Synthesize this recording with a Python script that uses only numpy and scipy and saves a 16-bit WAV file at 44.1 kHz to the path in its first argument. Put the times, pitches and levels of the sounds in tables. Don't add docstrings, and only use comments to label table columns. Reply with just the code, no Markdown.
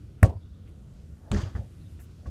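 import sys
import numpy as np
from scipy import signal
from scipy.fft import rfft, irfft
from scipy.io import wavfile
from scipy.ndimage import uniform_filter1d

SR = 44100
rng = np.random.default_rng(int(sys.argv[2]) if len(sys.argv) > 2 else 0)


def dump_mix(stems):
    frames = np.atleast_2d(stems).T
    limited = np.clip(frames, -1, 1)
    pcm = np.round(limited * 32767).astype(np.int16)
    wavfile.write(sys.argv[1], SR, pcm)


def volts_from_db(level):
    exponent = np.asarray(level, float) / 20
    return 10 ** exponent


N = 101429
T = np.arange(N) / SR


def unit(x):
    return x / np.sqrt(np.mean(x ** 2))


def bands(colour):
    hz = np.maximum(np.arange(N // 2 + 1) * SR / N, 1)
    at, db = np.array(colour, float).T
    whole = rfft(rng.standard_normal(N)) * volts_from_db(np.interp(np.log(hz), np.log(at), db))
    whole = whole / np.sqrt(np.mean(irfft(whole, N) ** 2))
    slices = []
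    for centre in 20 * 2 ** np.arange(0, 10.1, 0.5):
        weight = np.clip(1 - 2 * abs(np.log2(hz / centre)), 0, 1)
        slices.append((centre, irfft(whole * weight, N)))
    return slices


def fade(start, attack, t60):
    s = np.maximum(T - start, 0)
    return (1 - np.exp(-s / attack)) * volts_from_db(-60 * s / t60)


def hump(start, length, rise=1):
    return np.sin(np.pi * np.clip((T - start) / length, 0, 1) ** rise)


def ring(x, modes):
    out = 0
    for hz, db, t60 in modes:
        pole = np.exp(2j * np.pi * hz / SR - np.log(1000) / (t60 * SR))
        out = out + volts_from_db(db) * signal.lfilter([1], [1, -pole], x).imag
    return out


def walk(rate_hz):
    k = int(SR / rate_hz)
    steps = np.repeat(rng.standard_normal(N // k + 1), k)
    return unit(uniform_filter1d(uniform_filter1d(steps, k), k)[:N])


def click(colour):
    at, db = np.array(colour, float).T
    log_gain = np.interp(np.log(np.arange(1, 514) * SR / 1024), np.log(at), db) * np.log(10) / 20
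    fold = np.r_[1, 2 * np.ones(511), np.zeros(512)]
    pulse = irfft(np.exp(rfft(irfft(log_gain) * fold)))
    return -pulse / abs(pulse).max()


def contacts(rows, colour, attack_s=0.0002):
    # f/Hz, level/dB, t60/s
    air_modes = [(437.7, -6, 0.14), (520, -5.5, 0.068), (690, -5, 0.14), (777, -8.5, 0.1), (154, -10, .25),
                 (291.8, -5.5, .17), (1124, -4.5, 0.089), (1228, -14.5, 0.14), (1585, -14, 0.093),
                 (1797, -16, 0.07), (2073, -19.5, 0.041)]
    noise = sum(b for _, b in bands(colour))
    scrape = rng.standard_normal(N)
    crack, push, taps = np.zeros(N), np.zeros(N), np.zeros(N)
    for s, crack_db, t60, air_db, click_db in rows:
        shape = fade(s, attack_s, t60)
        crack += volts_from_db(crack_db) * shape
        push += volts_from_db(air_db - 15.5) * shape
        taps[int(s * SR)] = volts_from_db(click_db)
    return crack * noise + ring(push * scrape, air_modes) + signal.fftconvolve(taps, click(colour))[:N]


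def brushes(rows):
    grain_db = 1.8
    out = 0
    for s, d, db, hz, width in rows:
        edge, top = min(width, 2 * hz), hz + width / 2
        colour = [(hz / 2 - edge / 4.2, -40), (hz - edge / 2.2, -3), (hz, 0), (top, -3), (1.3 * top, -45)]
        noise = sum(b for _, b in bands(colour)[4:])
        out = out + volts_from_db(db + grain_db * walk(300)) * hump(s, d, 0.6) ** 2 * noise
    return out


def tails(rows, colour):
    out = 0
    for hz, b in bands(colour):
        height = np.log(hz / 100) / np.log(100)
        for s, db, rise, low, high in rows:
            out = out + b * volts_from_db(db) * fade(s, rise, low * (high / low) ** height)
    return out


def thuds():
    # t/s, level/dB, f/Hz, length/s
    boot_thud = (.2259, -2.6, 95, .032)
    # t/s, level/dB, f/Hz, length/s
    skin_thuds = [(.2278, -12.5, 183.7, 0.012), (0.2357, -12, 52.4, 0.032), (0.279, -22, 82.5, 0.035),
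                  (0.342, -33, 95.5, 0.054), (0.247, -21, 690, .006), (.252, -28, 158, 0.038),
                  (1.312, -16.5, 87, 0.012), (1.332, -20.5, 83, 0.018), (1.3538, -17.5, 78, 0.024),
                  (1.3605, -25, 190, 0.0068), (1.379, -20.5, 86, 0.025), (1.43, -21, 94.5, 0.019),
                  (1.451, -28, 90, 0.046), (1.549, -18, 75, 0.023), (1.588, -24, 89, 0.025),
                  (2.257, -32, 114, 0.01), (2.2751, -26, 71.5, 0.033)]
    out = 0
    for s, db, hz, d in [boot_thud, *skin_thuds]:
        swell = abs(hump(s, d, 0.82)) ** 1.5
        out = out - volts_from_db(db) * swell * np.sin(2 * np.pi * hz * (T - s))
    return out


def kick():
    # t/s, crack/dB, crack t60/s, air ring/dB, click/dB
    hits = [
        (.2302, -15, 0.015, -26, -7),
    ]
    # f/Hz, level/dB
    crack_colour = [(300, -13.5), (700, 3.5), (1100, -5), (1600, -5.5), (2300, -8), (3200, -31),
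                    (4500, -41.5), (7500, -26.5), (11000, -26.5), (16000, -42.5)]
    # t/s, length/s, level/dB, centre f/Hz, width/Hz
    crackle = [
        (0.229, .004, -33.5, 10000, 7000),
        (0.2314, .004, -35, 10000, 7000),
        (.238, .006, -47.5, 6950, 8000),
        (0.242, .04, -52, 6500, 6500),
        (0.255, 0.15, -49.5, 694, 700),
    ]
    return contacts(hits, crack_colour) + brushes(crackle)


def wall_slap():
    # t/s, crack/dB, crack t60/s, air ring/dB, click/dB
    returns = [
        (.2468, -27, .025, -36, -17),
    ]
    # f/Hz, level/dB
    slap_colour = [(180, -20), (400, -2), (750, 0), (1100, -14), (2200, -21), (3300, -40), (9500, -46),
                   (16000, -70)]
    return contacts(returns, slap_colour)


def slam():
    # t/s, crack/dB, crack t60/s, air ring/dB, click/dB
    hits = [
        (1.3165, -23, 0.0092, -46, -16.5),
    ]
    # f/Hz, level/dB
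    crack_colour = [(250, 0), (600, -6), (1000, -5), (1900, -18), (2700, -13), (3800, -15), (5200, -29),
                    (7300, -14), (9800, -34), (16000, -50)]
    return contacts(hits, crack_colour)


def bounces():
    # t/s, crack/dB, crack t60/s, air ring/dB, click/dB
    hits = [
        (1.55, -35, .07, -47, -47),
        (2.256, -44.5, 0.054, -51, -68),
    ]
    # f/Hz, level/dB
    crack_colour = [(300, -0.5), (800, -9), (1150, -6), (1550, -6), (1950, -8), (2250, -30), (5000, -34),
                    (16000, -52)]
    return contacts(hits, crack_colour, attack_s=0.004)


def frame():
    # t/s, level/dB
    shaking = [
        (1.317, -46),
        (1.337, -46),
        (1.35, -47.5),
        (1.375, -45),
        (1.41, -47),
        (1.468, -55),
        (1.55, -67),
        (1.64, -81),
    ]
    # f/Hz, level/dB
    chatter_colour = [(150, -49.5), (250, -7.5), (336, -5.5), (938, -14.5), (1240, -13), (2160, -23),
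                      (4820, -26.5), (6590, -26), (16000, -57)]
    # f/Hz, level/dB, t60/s
    panes = [(54, -3, 0.31), (135, -4, 0.067), (203.3, -0.5, 0.15), (335, -15.5, 0.35), (404.4, -17, 0.25),
             (523, -18.5, .2)]
    # f/Hz, level/dB, t60/s
    trims = [(1784, 2, 0.0116), (3254, 3.5, 0.0079), (4763, 3, 0.0087), (6300, -1, 0.0058)]
    # t/s, length/s, level/dB, centre f/Hz, width/Hz
    snaps = [
        (1.345, .008, -44, 5800, 2000),
        (1.344, .014, -44, 1750, 700),
        (1.319, .006, -44, 7600, 1800),
        (1.3195, .006, -44, 2700, 900),
        (1.3205, .008, -35, 1000, 500),
        (1.341, .003, -51, 6000, 7000),
        (1.361, .012, -42, 1600, 900),
        (1.434, .008, -50, 3000, 800),
        (1.36, .07, -53, 5600, 3600),
    ]
    knocks_per_s, knock_spread_db, knock_decay_s = 14000, 1.5, 0.0017
    patchy_db, dulling_db_s, linger_db_s = 1.5, 25, 16
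    at, db = np.array(shaking).T
    shake = volts_from_db(np.interp(T, at, db, left=-120, right=-120))
    knocks = (rng.random(N) < knocks_per_s / SR) * volts_from_db(knock_spread_db * rng.exponential(size=N))
    grain = unit(signal.lfilter([1], [1, -np.exp(-1 / (knock_decay_s * SR))], knocks))
    hum = ring(rng.standard_normal(N) * hump(at[0], 0.0733, 0.31), panes)
    linger = volts_from_db(-8 + linger_db_s * np.clip(T - at[0], 0, 0.25))
    buzz = linger * unit(ring(rng.standard_normal(N), trims)) * volts_from_db(patchy_db * walk(59.5))
    age_s = np.clip(T - at[0], 0, 0.3)
    chatter = 0
    for hz, b in bands(chatter_colour):
        dulling_db = dulling_db_s * age_s * max(np.log2(hz / 4000), 0)
        chatter = chatter + b * volts_from_db(patchy_db * walk(70) - dulling_db)
    return shake * grain * (buzz + volts_from_db(5) * chatter) + volts_from_db(-40.5) * unit(hum) + brushes(snaps)


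def garden():
    # t/s, level/dB, attack/s, bass t60/s, treble t60/s
    kick_tail = [
        (.231, -25, 0.00093, 0.27, 0.19),
    ]
    # f/Hz, level/dB
    kick_colour = [(90, -20.5), (150, 2.5), (310, -5), (520, -3.5), (760, -12), (1330, -26), (2990, -32.5),
                   (8280, -39.5), (16000, -52)]
    # t/s, level/dB, attack/s, bass t60/s, treble t60/s
    bounce_tails = [
        (1.555, -32, 0.0033, 0.43, 0.31),
        (2.26, -29, 0.0076, 0.14, 0.18),
    ]
    # f/Hz, level/dB
    bounce_colour = [(35, -5.5), (60, -3.5), (115, -7), (256, -17.5), (698, -30), (968, -42), (1200, -43.5),
                     (7230, -53), (16000, -76.5)]
    grain_db = 2.5
    return volts_from_db(grain_db * walk(198.6)) * tails(kick_tail, kick_colour) + tails(bounce_tails, bounce_colour)


def scuffs():
    # t/s, length/s, level/dB, centre f/Hz, width/Hz
    steps = [(0.16, 0.22, -67.5, 1500, 3000), (0.652, 0.079, -68.5, 2180, 2800),
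             (.67, 0.059, -76, 9500, 8000), (0.906, 0.25, -75.5, 3200, 6900),
             (1.3, 0.012, -74.5, 9000, 9000), (1.178, 0.44, -57, 460, 850), (1.21, 0.32, -68, 1140, 1200),
             (1.4, 0.07, -59, 410, 590), (2.1, 0.055, -76, 3000, 3560), (1.99, 0.042, -60, 1630, 2200),
             (1.99, 0.092, -62.5, 10700, 8800), (1.998, .012, -67, 5500, 5000),
             (2.015, .008, -63, 10500, 5000), (1.552, .15, -57, 650, 500), (1.55, .07, -62, 1400, 1000),
             (2.2, 0.17, -61.5, 460, 630), (2.175, 0.054, -64, 500, 800), (1.88, .12, -75, 9000, 8000)]
    return brushes(steps)


def bird():
    # t/s, length/s, level/dB, f/Hz
    chirps = [
        (0.348, 0.093, -74.5, 4660),
        (0.394, 0.095, -70, 3600),
        (0.452, 0.034, -77, 2980),
        (.485, 0.037, -74, 3610),
        (0.532, 0.046, -71, 3570),
        (0.568, .03, -78, 3680),
        (1.796, 0.069, -71, 4020),
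        (1.844, 0.049, -67.5, 3600),
    ]
    warble, blur_hz = 0.03, 350
    cycles_per_hz = np.cumsum(1 + warble * walk(150)) / SR
    blur = walk(2 * blur_hz)
    notes = 0
    for s, d, db, hz in chirps:
        notes = notes + volts_from_db(db - 0.5) * hump(s, d, 0.88) * np.sin(2 * np.pi * hz * cycles_per_hz)
    return blur * notes


def town():
    # f/Hz, level/dB
    rumble_colour = [(15, -60), (25, -10.5), (86, 0.5), (125, -9), (206, -15.5), (244, -18.5), (422, -26.5),
                     (897, -42.5), (1500, -43.5), (1950, -75), (3300, -120)]
    # f/Hz, level/dB
    air_colour = [(880, -17), (1500, -6), (1910, -5), (2080, -7.5), (3100, -6.5), (3500, -7), (10400, -14),
                  (14500, -21.5), (16200, -61.5)]
    # t/s, level/dB
    breeze = [
        (0, 2),
        (.35, -2),
        (.6, -1),
        (.95, 1.5),
        (1.25, 0.5),
        (1.7, 3),
        (1.9, 4),
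        (2.3, 1.5),
    ]
    breeze_db = np.interp(T, *np.array(breeze).T)
    rumble = sum(b * volts_from_db(2 * walk(7.7)) for _, b in bands(rumble_colour))
    air = sum(b * volts_from_db(breeze_db + 1.4 * walk(5.66)) for _, b in bands(air_colour))
    return volts_from_db(-45) * rumble + volts_from_db(-72.5) * air


def scene():
    ball = thuds() + kick() + wall_slap() + slam() + bounces()
    return (ball + frame() + garden() + scuffs() + bird() + town())[None]


def low_pass(x):
    return signal.sosfilt(signal.butter(12, 16370, fs=SR, output="sos"), x)


def record(dry):
    low_cut = signal.butter(2, 38, "high", fs=SR, output="sos")
    top_cut = signal.butter(8, 16000, fs=SR, output="sos")
    mix = signal.sosfiltfilt(np.vstack([low_cut, top_cut]), dry)
    return low_pass(mix)


dry = scene()
out = record(dry)
dump_mix(out)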